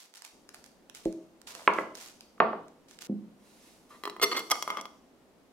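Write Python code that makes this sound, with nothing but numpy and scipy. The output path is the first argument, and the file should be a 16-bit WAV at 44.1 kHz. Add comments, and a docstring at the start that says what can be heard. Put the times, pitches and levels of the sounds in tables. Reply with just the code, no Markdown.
"""Unpacking at a wooden table in a quiet living room: a thin plastic bag crinkles as its film creases and snaps.
A plush toy is put down and sets the table top ringing; two full glass jars knock on it with short clacks.
The toy thumps onto a counter further back, then clothes swish in a fine hiss as cloth slides on cloth.
Close by, a metal lid is twisted off a jar: it sticks and slips on the thread and ticks against the rim.
Soft noise is the room tone throughout, and every other source also echoes in the room."""
import sys
import numpy as np
from scipy import signal
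from scipy.fft import rfft, irfft, next_fast_len
from scipy.io import wavfile
from scipy.ndimage import map_coordinates

SR = 44100
rng = np.random.default_rng(int(sys.argv[2]) if len(sys.argv) > 2 else 0)


def transcribe(signal):
    """Save signal, clipped to [-1, 1], as a 16-bit WAV file at the path in sys.argv[1]."""
    frames = np.atleast_2d(signal).T
    limited = np.clip(frames, -1, 1)
    pcm = np.round(limited * 32767).astype(np.int16)
    wavfile.write(sys.argv[1], SR, pcm)


N = 243431
TIME = np.arange(N) / SR

# Ringing of the table top. Each row: frequency in Hz, width of the resonance in Hz, strength in dB.
TABLE_MODES = [(31.66, 22, -18), (194, 22, -15.5), (250, 17, -13.5), (330, 11, 4.5), (387, 35, -13),
               (521, 29, -11), (627, 4.4, -9), (690, 8.8, -18), (839, 18, -16), (1080, 14, -21.5)]
# How the room answers. Each row: frequency in Hz, time to fade by 60 dB in seconds, reverberation level in dB,
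# likeness of left and right (1 = the same, 0 = unrelated).
ROOM_BANDS = [(97, 1, -5, 0.59), (277.8, .47, 2.5, 1), (750, .48, -3.5, 0.77), (1310, 0.41, -6, 0.44),
              (2340, .4, -8, 0.13), (6000, 0.72, -8.5, .15), (14000, 0.82, -14, 0.12)]


def round_jar(room):
    """The full round jar lands on the wood and settles."""
    # Each row: start in seconds, level in dB, contact hardness as a treble limit in Hz.
    knocks = [(1.676, 1, 3546), (1.782, -21.5, 1400), (1.7855, -11.5, 1400)]
    # The jar standing on the wood. Each row: frequency in Hz, width in Hz, strength in dB.
    modes = [(446, 160, -10.5), (614, 120, -0.5), (1053, 180, 11), (1310, 100, -1), (1610, 140, -1),
             (1995, 82, 1.5), (2176, 110, -3), (2680, 64, -16), (4250, 320, -13)]
    knocking = jar(knocks, modes, table_db=-31, glass_top_hz=3280, table_low_hz=307)
    return place(knocking, room, pan_db=-3.0, lag_ms=0.018, wet_db=1.0)


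def square_jar(room):
    """The full square jar lands on one edge, then flat, and rocks."""
    # Each row: start in seconds, level in dB, contact hardness as a treble limit in Hz.
    knocks = [(2.379, -44.5, 3000), (2.402, -1.5, 2660), (2.4064, -9, 2200), (2.420, -13, 800),
              (2.469, -32, 1350), (2.5305, -19, 1290)]
    # The jar standing on the wood. Each row: frequency in Hz, width in Hz, strength in dB.
    modes = [(485, 220, -30), (700, 490, 9.5), (932, 330, -8.5), (1156, 140, 18.5), (1272, 117.4, -28),
             (1800, 80, 0), (2500, 74, -6), (3417, 230, -23.5), (4460, 1200, -4)]
    knocking = jar(knocks, modes, table_db=-27, glass_top_hz=3520, table_low_hz=410)
    return place(knocking, room, pan_db=-3.0, lag_ms=0.07, wet_db=1.5)


def jar(knocks, modes, table_db, glass_top_hz, table_low_hz):
    """A full jar gives a short clack, muffled by its contents, and sets the table top ringing."""
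    clack = blows(knocks, modes, low_hz=165, scatter_db=5.0, port_scatter=0.2)
    clack = cut(clack, glass_top_hz, order=5)
    table = from_db(table_db) * blows(knocks, TABLE_MODES, low_hz=table_low_hz)
    return disperse(clack + table, hz=1020, sharpness=2.1)


def lid(crack_db=-16.5, crack_s=0.005, grit_db=-14):
    """Metal sticks and slips on the glass thread in dense gritty bursts, and ticks on the rim with a tiny crack."""
    # The lid slips along the thread. Each row: start in seconds, length in seconds, level in dB,
    # contact hardness as a treble limit in Hz.
    thread_slips = [(3.898, 0.071, -54.5, 2600), (4.061, 0.02, -41, 1970), (4.214, 0.012, -28, 8150),
                    (4.223, 0.026, -20.5, 10700), (4.312, 0.022, -29, 4350), (4.344, 0.018, -34, 2700),
                    (4.361, 0.021, -29, 8150), (4.381, 0.028, -38, 6600), (4.507, 0.0145, -23.5, 9000),
                    (4.514, 0.014, -25.5, 1570), (4.673, 0.087, -40.5, 2080), (4.763, 0.043, -39, 1650)]
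    # The lid ticks on the glass. Each row: start in seconds, level in dB, contact hardness as a treble limit in Hz.
    rim_ticks = [(4.037, -21, 4500), (4.0541, -17, 4270), (4.076, -21.5, 1270), (4.0979, -22.5, 6180),
                 (4.165, -30, 1500), (4.1978, -25.5, 1700), (4.239, -33, 12000), (4.3932, -16.5, 14000),
                 (4.501, -16.5, 12000), (4.5147, -7, 12100), (4.5156, -5.5, 6340), (4.5552, -22.5, 2600),
                 (4.6251, -10.5, 7850), (4.6771, -19, 1400), (4.703, -15.5, 2260), (4.7716, -19, 1900),
                 (4.812, -23, 12000), (4.8552, -25.5, 3450)]
    rubbing = grains(per_s=1800, spread_db=0.0)
    out = np.zeros((2, N))
    for s, length, db, hardness_hz in thread_slips:
        count = int(length * SR)
        slips = rubbing[int(s * SR):][:count] * signal.windows.tukey(count, .3)
        ringing = signal.fftconvolve(slips[None], lid_blow(s, hardness_hz), axes=1)
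        # even out the loudness over the length of the slip
        ringing *= np.sqrt(2 * count / np.sum(ringing ** 2))
        add(out, s, from_db(db) * ringing)
        noise = rng.standard_normal((2, SR // 10))[:, :count]
        grit = cut(cut(noise * rms_one(slips), hardness_hz), 670, "high")
        add(out, s, from_db(db + grit_db) * grit)
    t = TIME[:SR // 100]
    for s, db, hardness_hz in rim_ticks:
        add(out, s, from_db(db) * lid_blow(s, hardness_hz))
        crack = cut(rng.standard_normal((2, len(t))) * np.exp(-t / crack_s), 2500, "high")
        add(out, s, from_db(db + crack_db) * peak_one(crack))
    return out


def lid_blow(s, hardness_hz):
    """One touch of the lid on the glass; its resonances come out a little differently each time."""
    return blow(lid_modes(s), hardness_hz, low_hz=220, scatter_db=2.2, port_scatter=.65)


def lid_modes(s):
    """The lid rings lower while tight and differently once off the thread; every touch detunes it a little."""
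    # The lid gripping the thread. Each row: frequency in Hz (before the pitch factor), width in Hz, strength in dB.
    seated = [(385, 46, -5.5), (463.6, 37, -3), (740, 600, -13.5), (1140, 133, 0), (1247, 34, 4.5),
              (1880, 160, -7.5), (2124, 32, 4.5), (2600, 78, -12), (2970, 150, -7), (3383, 66, 1.5),
              (4200, 31, -16), (4290, 153, 0.5), (5020, 68, -11.5), (5715, 51, -0.5), (7500, 290, -10),
              (8100, 140, -29), (8880, 36, 1.5), (10200, 96, -32), (10700, 148, -17), (10840, 960, -8),
              (12870, 135.4, -2), (13520, 80, 4), (14270, 140, -20)]
    # The lid sitting loose on the neck. Each row: frequency in Hz, width in Hz, strength in dB.
    loose = [(407, 43, -27), (660, 150, -12), (870, 100, -13.5), (1064, 130, -3), (1186, 63, 8.5),
             (2116, 95, 0.5), (3040, 440, -9), (3308, 42, 4), (4420, 190, -8.5), (4900, 130, -3.5),
             (5660, 210, 3.5), (5780, 90, -1.5), (6450, 170, -9), (7300, 560, -9), (9100, 90, -7.5),
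             (10800, 2500, -8.5), (11100, 490, -30), (13300, 790, -18), (15200, 400, -11.5)]
    gives_s, free_s, tight_pitch = 4.18, 4.45, .94
    modes = np.array(seated if s < free_s else loose)
    detune = 1 + .009 * rng.standard_normal(len(modes))
    pitch = tight_pitch if s < gives_s else 1
    return np.column_stack([modes[:, 0] * pitch * detune, modes[:, 1:]])


def bag(rustle_db=3.5, drag_db=-2.5):
    """Thin film buckles: a stream of tiny creases to either side, single sharp snaps, a duller rub under a jar."""
    # A hand pulls at the bag. Each row: start in seconds, length in seconds, relative level in dB.
    pulls = [(0, 0.016, -55), (.15, 0.013, -54.5), (.243, 0.006, -54), (.54, 0.018, -62),
             (.65, 0.017, -66.5), (.946, .03, -55), (1.035, .02, -64.5), (1.472, 0.038, -51),
             (1.54, 0.12, -57.5), (1.737, 0.063, -58.5), (1.95, 0.13, -53.5), (2.205, 0.013, -70.5),
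             (2.885, 0.053, -64), (3.01, 0.05, -53.5)]
    # A jar drags through the bag. Each row: start in seconds, length in seconds, relative level in dB.
    drags = [(1.495, .015, -49.5), (1.55, 0.012, -49)]
    # The sharpest folds snap. Each row: start in seconds, level in dB.
    snaps = [(0.139, -40), (0.176, -39.5), (0.2209, -33), (0.2493, -31), (0.4909, -33.5), (0.5445, -30),
             (0.6414, -39), (0.6615, -41), (0.8976, -39.5), (0.9494, -30.5), (1.054, -32), (1.126, -40.5),
             (1.4157, -42.5), (1.4734, -30), (1.5506, -29), (1.7364, -32), (1.9523, -36.5), (2.0118, -36),
             (2.2082, -32.5), (2.6824, -43), (2.911, -41), (2.9886, -34.5), (3.021, -32)]
    # Tone of the film. Each row: frequency in Hz, relative level in dB per Hz.
    film = [(410, -28.5), (700, -8), (1080, -6.5), (1600, -6), (2160, -4.5), (5400, -3), (7200, -5),
            (12800, -11.5), (14400, -16.5), (16000, -18)]
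    creases = spread(*[grains(per_s=610, spread_db=1.5) for _ in range(2)], likeness=0.13)
    rustle = np.array([colour(side, film) for side in creases])
    # the film tightens at once, then relaxes
    pulling = strokes(pulls, attack_s=0.0049, release_db_per_s=225.5)
    out = from_db(rustle_db) * pulling * rustle

    rub = cut(cut(grains(per_s=490, spread_db=6.0), 450, "high"), 1400)
    dragging = strokes(drags, attack_s=.025, release_db_per_s=189)
    out += from_db(drag_db) * dragging * rms_one(rub)

    t = TIME[:SR // 40]
    buckle = np.exp(-t / .0011)
    for s, db in snaps:
        snap = peak_one(colour(rng.standard_normal(len(t)) * buckle, film))
        # left minus right: the folds lie mostly on the right
        pan_db = -4.5 + 6 * rng.standard_normal()
        add(out, s, from_db(db) * snap * from_db([[pan_db / 2], [-pan_db / 2]]))
    return out


def toy_on_table(room):
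    """The plush toy lands softly, so only the lower part of the table's ringing is heard."""
    # Each row: start in seconds, level in dB, contact hardness as a treble limit in Hz.
    landings = [(1.0575, -17, 636)]
    thump = blows(landings, TABLE_MODES, low_hz=22, order=5)
    return place(thump, room, pan_db=-1.0, lag_ms=0.15, wet_db=-6.0)


def toy_on_counter(room):
    """The toy thumps onto the counter in a few close contacts and sets it ringing."""
    # Each row: start in seconds, level in dB, contact hardness as a treble limit in Hz.
    landings = [(3.090, -41.5, 460), (3.096, -22.5, 470), (3.1245, -28.5, 476)]
    # Ringing of the counter. Each row: frequency in Hz, width in Hz, strength in dB.
    modes = [(145, 14, -46), (207, 12.4, 4.5), (250, 27, -3), (320.7, 8, -4), (383, 23, -27),
             (506, 22, -14.5), (638, 14, -21.5), (730, 16, -12)]
    thump = blows(landings, modes, low_hz=160, order=4)
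    return place(thump, room, pan_db=-1.0, lag_ms=.15, wet_db=-4.0)


def clothes(swish_db=-3.0):
    """Cloth slides on cloth in a fine, even hiss."""
    # An arm or the body sweeps round. Each row: start in seconds, length in seconds, relative level in dB.
    swishes = [(3.47, .12, -65), (3.63, 0.044, -62), (3.895, 0.0072, -61.5)]
    # Tone of the cloth. Each row: frequency in Hz, relative level in dB per Hz.
    cloth = [(530, -19.5), (900, -7), (1230, -7.5), (1340, -9), (1680, -8.5), (1830, -4.5), (11400, -5),
             (16000, -12.5)]
    # a longer sweep also builds up more slowly
    attack_s = [0.93 * length for _, length, _ in swishes]
    hiss = colour(rng.standard_normal(N), cloth)
    return from_db(swish_db) * strokes(swishes, attack_s, release_db_per_s=91.5) * hiss


def air(level_db=-61, early_db=-3.5, rumble_starts_s=.32):
    """Steady room tone, alike on both sides in the bass; at first it is softer and lacks its low rumble."""
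    # Tone of the room. Each row: frequency in Hz, relative level in dB per Hz.
    room_tone = [(20, -12.5), (50, -12.5), (75, -6.5), (100, -17.5), (130, -8.5), (250, 1), (330, -3),
                 (500, -5), (900, -11.5), (1600, -19), (4000, -24.5), (10000, -31), (15000, -35),
                 (16000, -39.5)]
    noises = [colour(white, room_tone) for white in rng.standard_normal((2, N))]
    noises = rfft(noises, 2 * next_fast_len(N // 2 + 1))
    likeness = at_hz(ROOM_BANDS, np.linspace(0, SR / 2, noises.shape[1]), axis=3)
    tone = from_db(level_db) * irfft(spread(*noises, 0.85 * likeness))[:, :N]
    early = from_db(early_db) * cut(tone, 450, "high", order=1)
    return np.where(TIME < rumble_starts_s, early, tone)


def room_response(first_wall_s=0.0022, build_s=0.0028):
    """Diffuse reflections build up after the first wall and die away band by band."""
    t, hz = TIME[:SR], np.arange(SR // 2 + 1)
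    pair = spread(*rfft(rng.standard_normal((2, SR))), at_hz(ROOM_BANDS, hz, axis=3))
    onset = np.clip((t - first_wall_s) / build_s, 0, 1)
    edges, out = np.geomspace(70, 18000, 13), 0
    for low, high in zip(edges, edges[1:]):
        centre = np.sqrt(low * high)
        # a fade of 60 dB is a factor of 1000
        decay = onset * np.exp(-np.log(1000) * t / at_hz(ROOM_BANDS, centre))
        band = irfft(pair * ((hz >= low) & (hz < high)))
        gain = from_db(at_hz(ROOM_BANDS, centre, axis=2))
        out = out + gain * decay / np.linalg.norm(decay) * band
    return out


def place(x, room, pan_db, lag_ms, wet_db):
    """The direct sound reaches the left microphone first; the room's echo is added to it."""
    x = np.broadcast_to(x, (2, N))
    late = map_coordinates(x[1], [np.arange(N) - lag_ms * SR / 1000], order=3)
    direct = np.array([x[0], late]) * from_db([[pan_db / 2], [-pan_db / 2]])
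    echo = signal.fftconvolve(x.mean(0)[None], room, axes=1)[:, :N]
    return direct + from_db(wet_db) * echo


def blows(events, modes, low_hz, scatter_db=0, port_scatter=0, order=2):
    """A series of blows on one body."""
    out = np.zeros((2, N))
    for s, db, hardness_hz in events:
        add(out, s, from_db(db) * blow(modes, hardness_hz, low_hz, scatter_db, port_scatter, order))
    return out


def blow(modes, hardness_hz, low_hz, scatter_db, port_scatter=0, order=2):
    """One blow rings the resonances, peak 1; a soft contact leaves out the high ones."""
    ringing = cut(body(modes, scatter_db, port_scatter), hardness_hz, order=order)
    return peak_one(cut(ringing, low_hz, "high", order=3))


def body(modes, scatter_db=0, port_scatter=0):
    """Fading resonances in stereo; each contact point drives them a little differently if scatter is given."""
    hz, width, db = np.transpose(modes)[:, :, None]
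    t = TIME[:int(min(SR * 2 // 3, 2 * SR / width.min()))]
    strength = width * from_db(db + scatter_db * rng.standard_normal(db.shape))
    # short waves reach the two microphones with unlike phases (port_scatter: radians at 4 kHz)
    skew = port_scatter * np.sqrt(hz / 4000) * rng.standard_normal(db.shape)
    decay = strength * np.exp(-np.pi * width * t)
    sides = [np.sum(decay * np.cos(2 * np.pi * hz * t + sign * skew), axis=0) for sign in (1, -1)]
    return np.array(sides)


def disperse(x, hz, sharpness, count=3):
    """Bending waves in wood travel at unlike speeds, which draws a blow out over a few milliseconds."""
    _, poles = signal.iirpeak(hz, max(sharpness, .5), fs=SR)
    for _ in range(count):
        # all-pass filter: shifts timing but keeps every frequency's level
        x = signal.lfilter(poles[::-1], poles, x)
    return x


def strokes(rows, attack_s, release_db_per_s):
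    """Gain of a series of movements: each builds up to its start time, holds for its length and dies away."""
    s, length, db = np.transpose(rows)[:, :, None]
    attack = np.clip(1 + (TIME - s) / np.reshape(attack_s, (-1, 1)), 0, 1)
    release_db = release_db_per_s * np.maximum(TIME - s - length, 0)
    return np.linalg.norm(attack * from_db(db - release_db), axis=0)


def grains(per_s, spread_db):
    """Random clicks of uneven size (equal when spread_db is 0); rms 1."""
    sizes = from_db(spread_db * np.minimum(rng.exponential(1, N), 4))
    sizes = sizes * rng.choice([-1, 1], N)
    return rms_one(sizes * (rng.random(N) < per_s / SR))


def spread(mid, side, likeness):
    """Two unrelated signals make a stereo pair of the given likeness."""
    likeness = np.clip(likeness, 0, 1)
    shared, opposed = np.sqrt(1 + likeness) * mid, np.sqrt(1 - likeness) * side
    return np.array([shared + opposed, shared - opposed]) / np.sqrt(2)


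def colour(x, spectrum):
    """Filter that follows a spectrum without sounding ahead of time (minimum phase), with unit power gain."""
    size = 8192
    gain = from_db(at_hz(spectrum, np.linspace(0, SR / 2, size // 2 + 1)))
    cepstrum = irfft(np.log(gain))
    # folding the cepstrum forward in time gives the minimum-phase response
    fold = np.r_[1, np.full(size // 2 - 1, 2), np.zeros(size // 2)]
    response = irfft(np.exp(rfft(cepstrum * fold)))
    return signal.fftconvolve(x, response / np.linalg.norm(response))[:len(x)]


def cut(x, hz, kind="low", order=2):
    """Low-pass or high-pass."""
    return signal.sosfilt(signal.butter(order, min(hz, SR / 2 - 1000), kind, fs=SR, output="sos"), x)


def at_hz(points, hz, axis=1):
    """Reads one column of a table along log frequency."""
    points = np.array(points)
    return np.interp(np.log(np.maximum(hz, 1)), np.log(points[:, 0]), points[:, axis])


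def add(track, s, sound):
    """Mixes a sound into the track at time s."""
    start = round(s * SR)
    track[..., start:start + sound.shape[-1]] += sound[..., :N - start]


def from_db(db):
    """Decibels to gain."""
    return 10 ** (np.asarray(db) / 20)


def rms_one(x):
    """Scales to rms 1."""
    return x / np.sqrt(np.mean(x ** 2) + 1e-20)


def peak_one(x):
    """Scales to peak 1."""
    return x / np.max(np.abs(x))


def scene():
    """Every source but the room tone is placed before one pair of microphones, in the same room."""
    room = room_response()
    toy = toy_on_table(room) + toy_on_counter(room)
    jars = round_jar(room) + square_jar(room)
    opening = place(lid(), room, pan_db=-1.0, lag_ms=0.062, wet_db=-1.5)
    crinkle = place(bag(), room, pan_db=-2.3, lag_ms=.12, wet_db=3.5)
    crinkle = crinkle * (TIME < 3.072)  # the bag and its echo stop at once
    swish = place(clothes(), room, pan_db=-6.0, lag_ms=0.029, wet_db=13.5)
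    return toy + jars + opening + crinkle + swish + air()


def record(dry):
    """The treble is cut steeply above 15800 Hz."""
    return signal.sosfilt(signal.ellip(10, .2, 80, 15800, fs=SR, output="sos"), dry)


dry = scene()
out = record(dry)
transcribe(out)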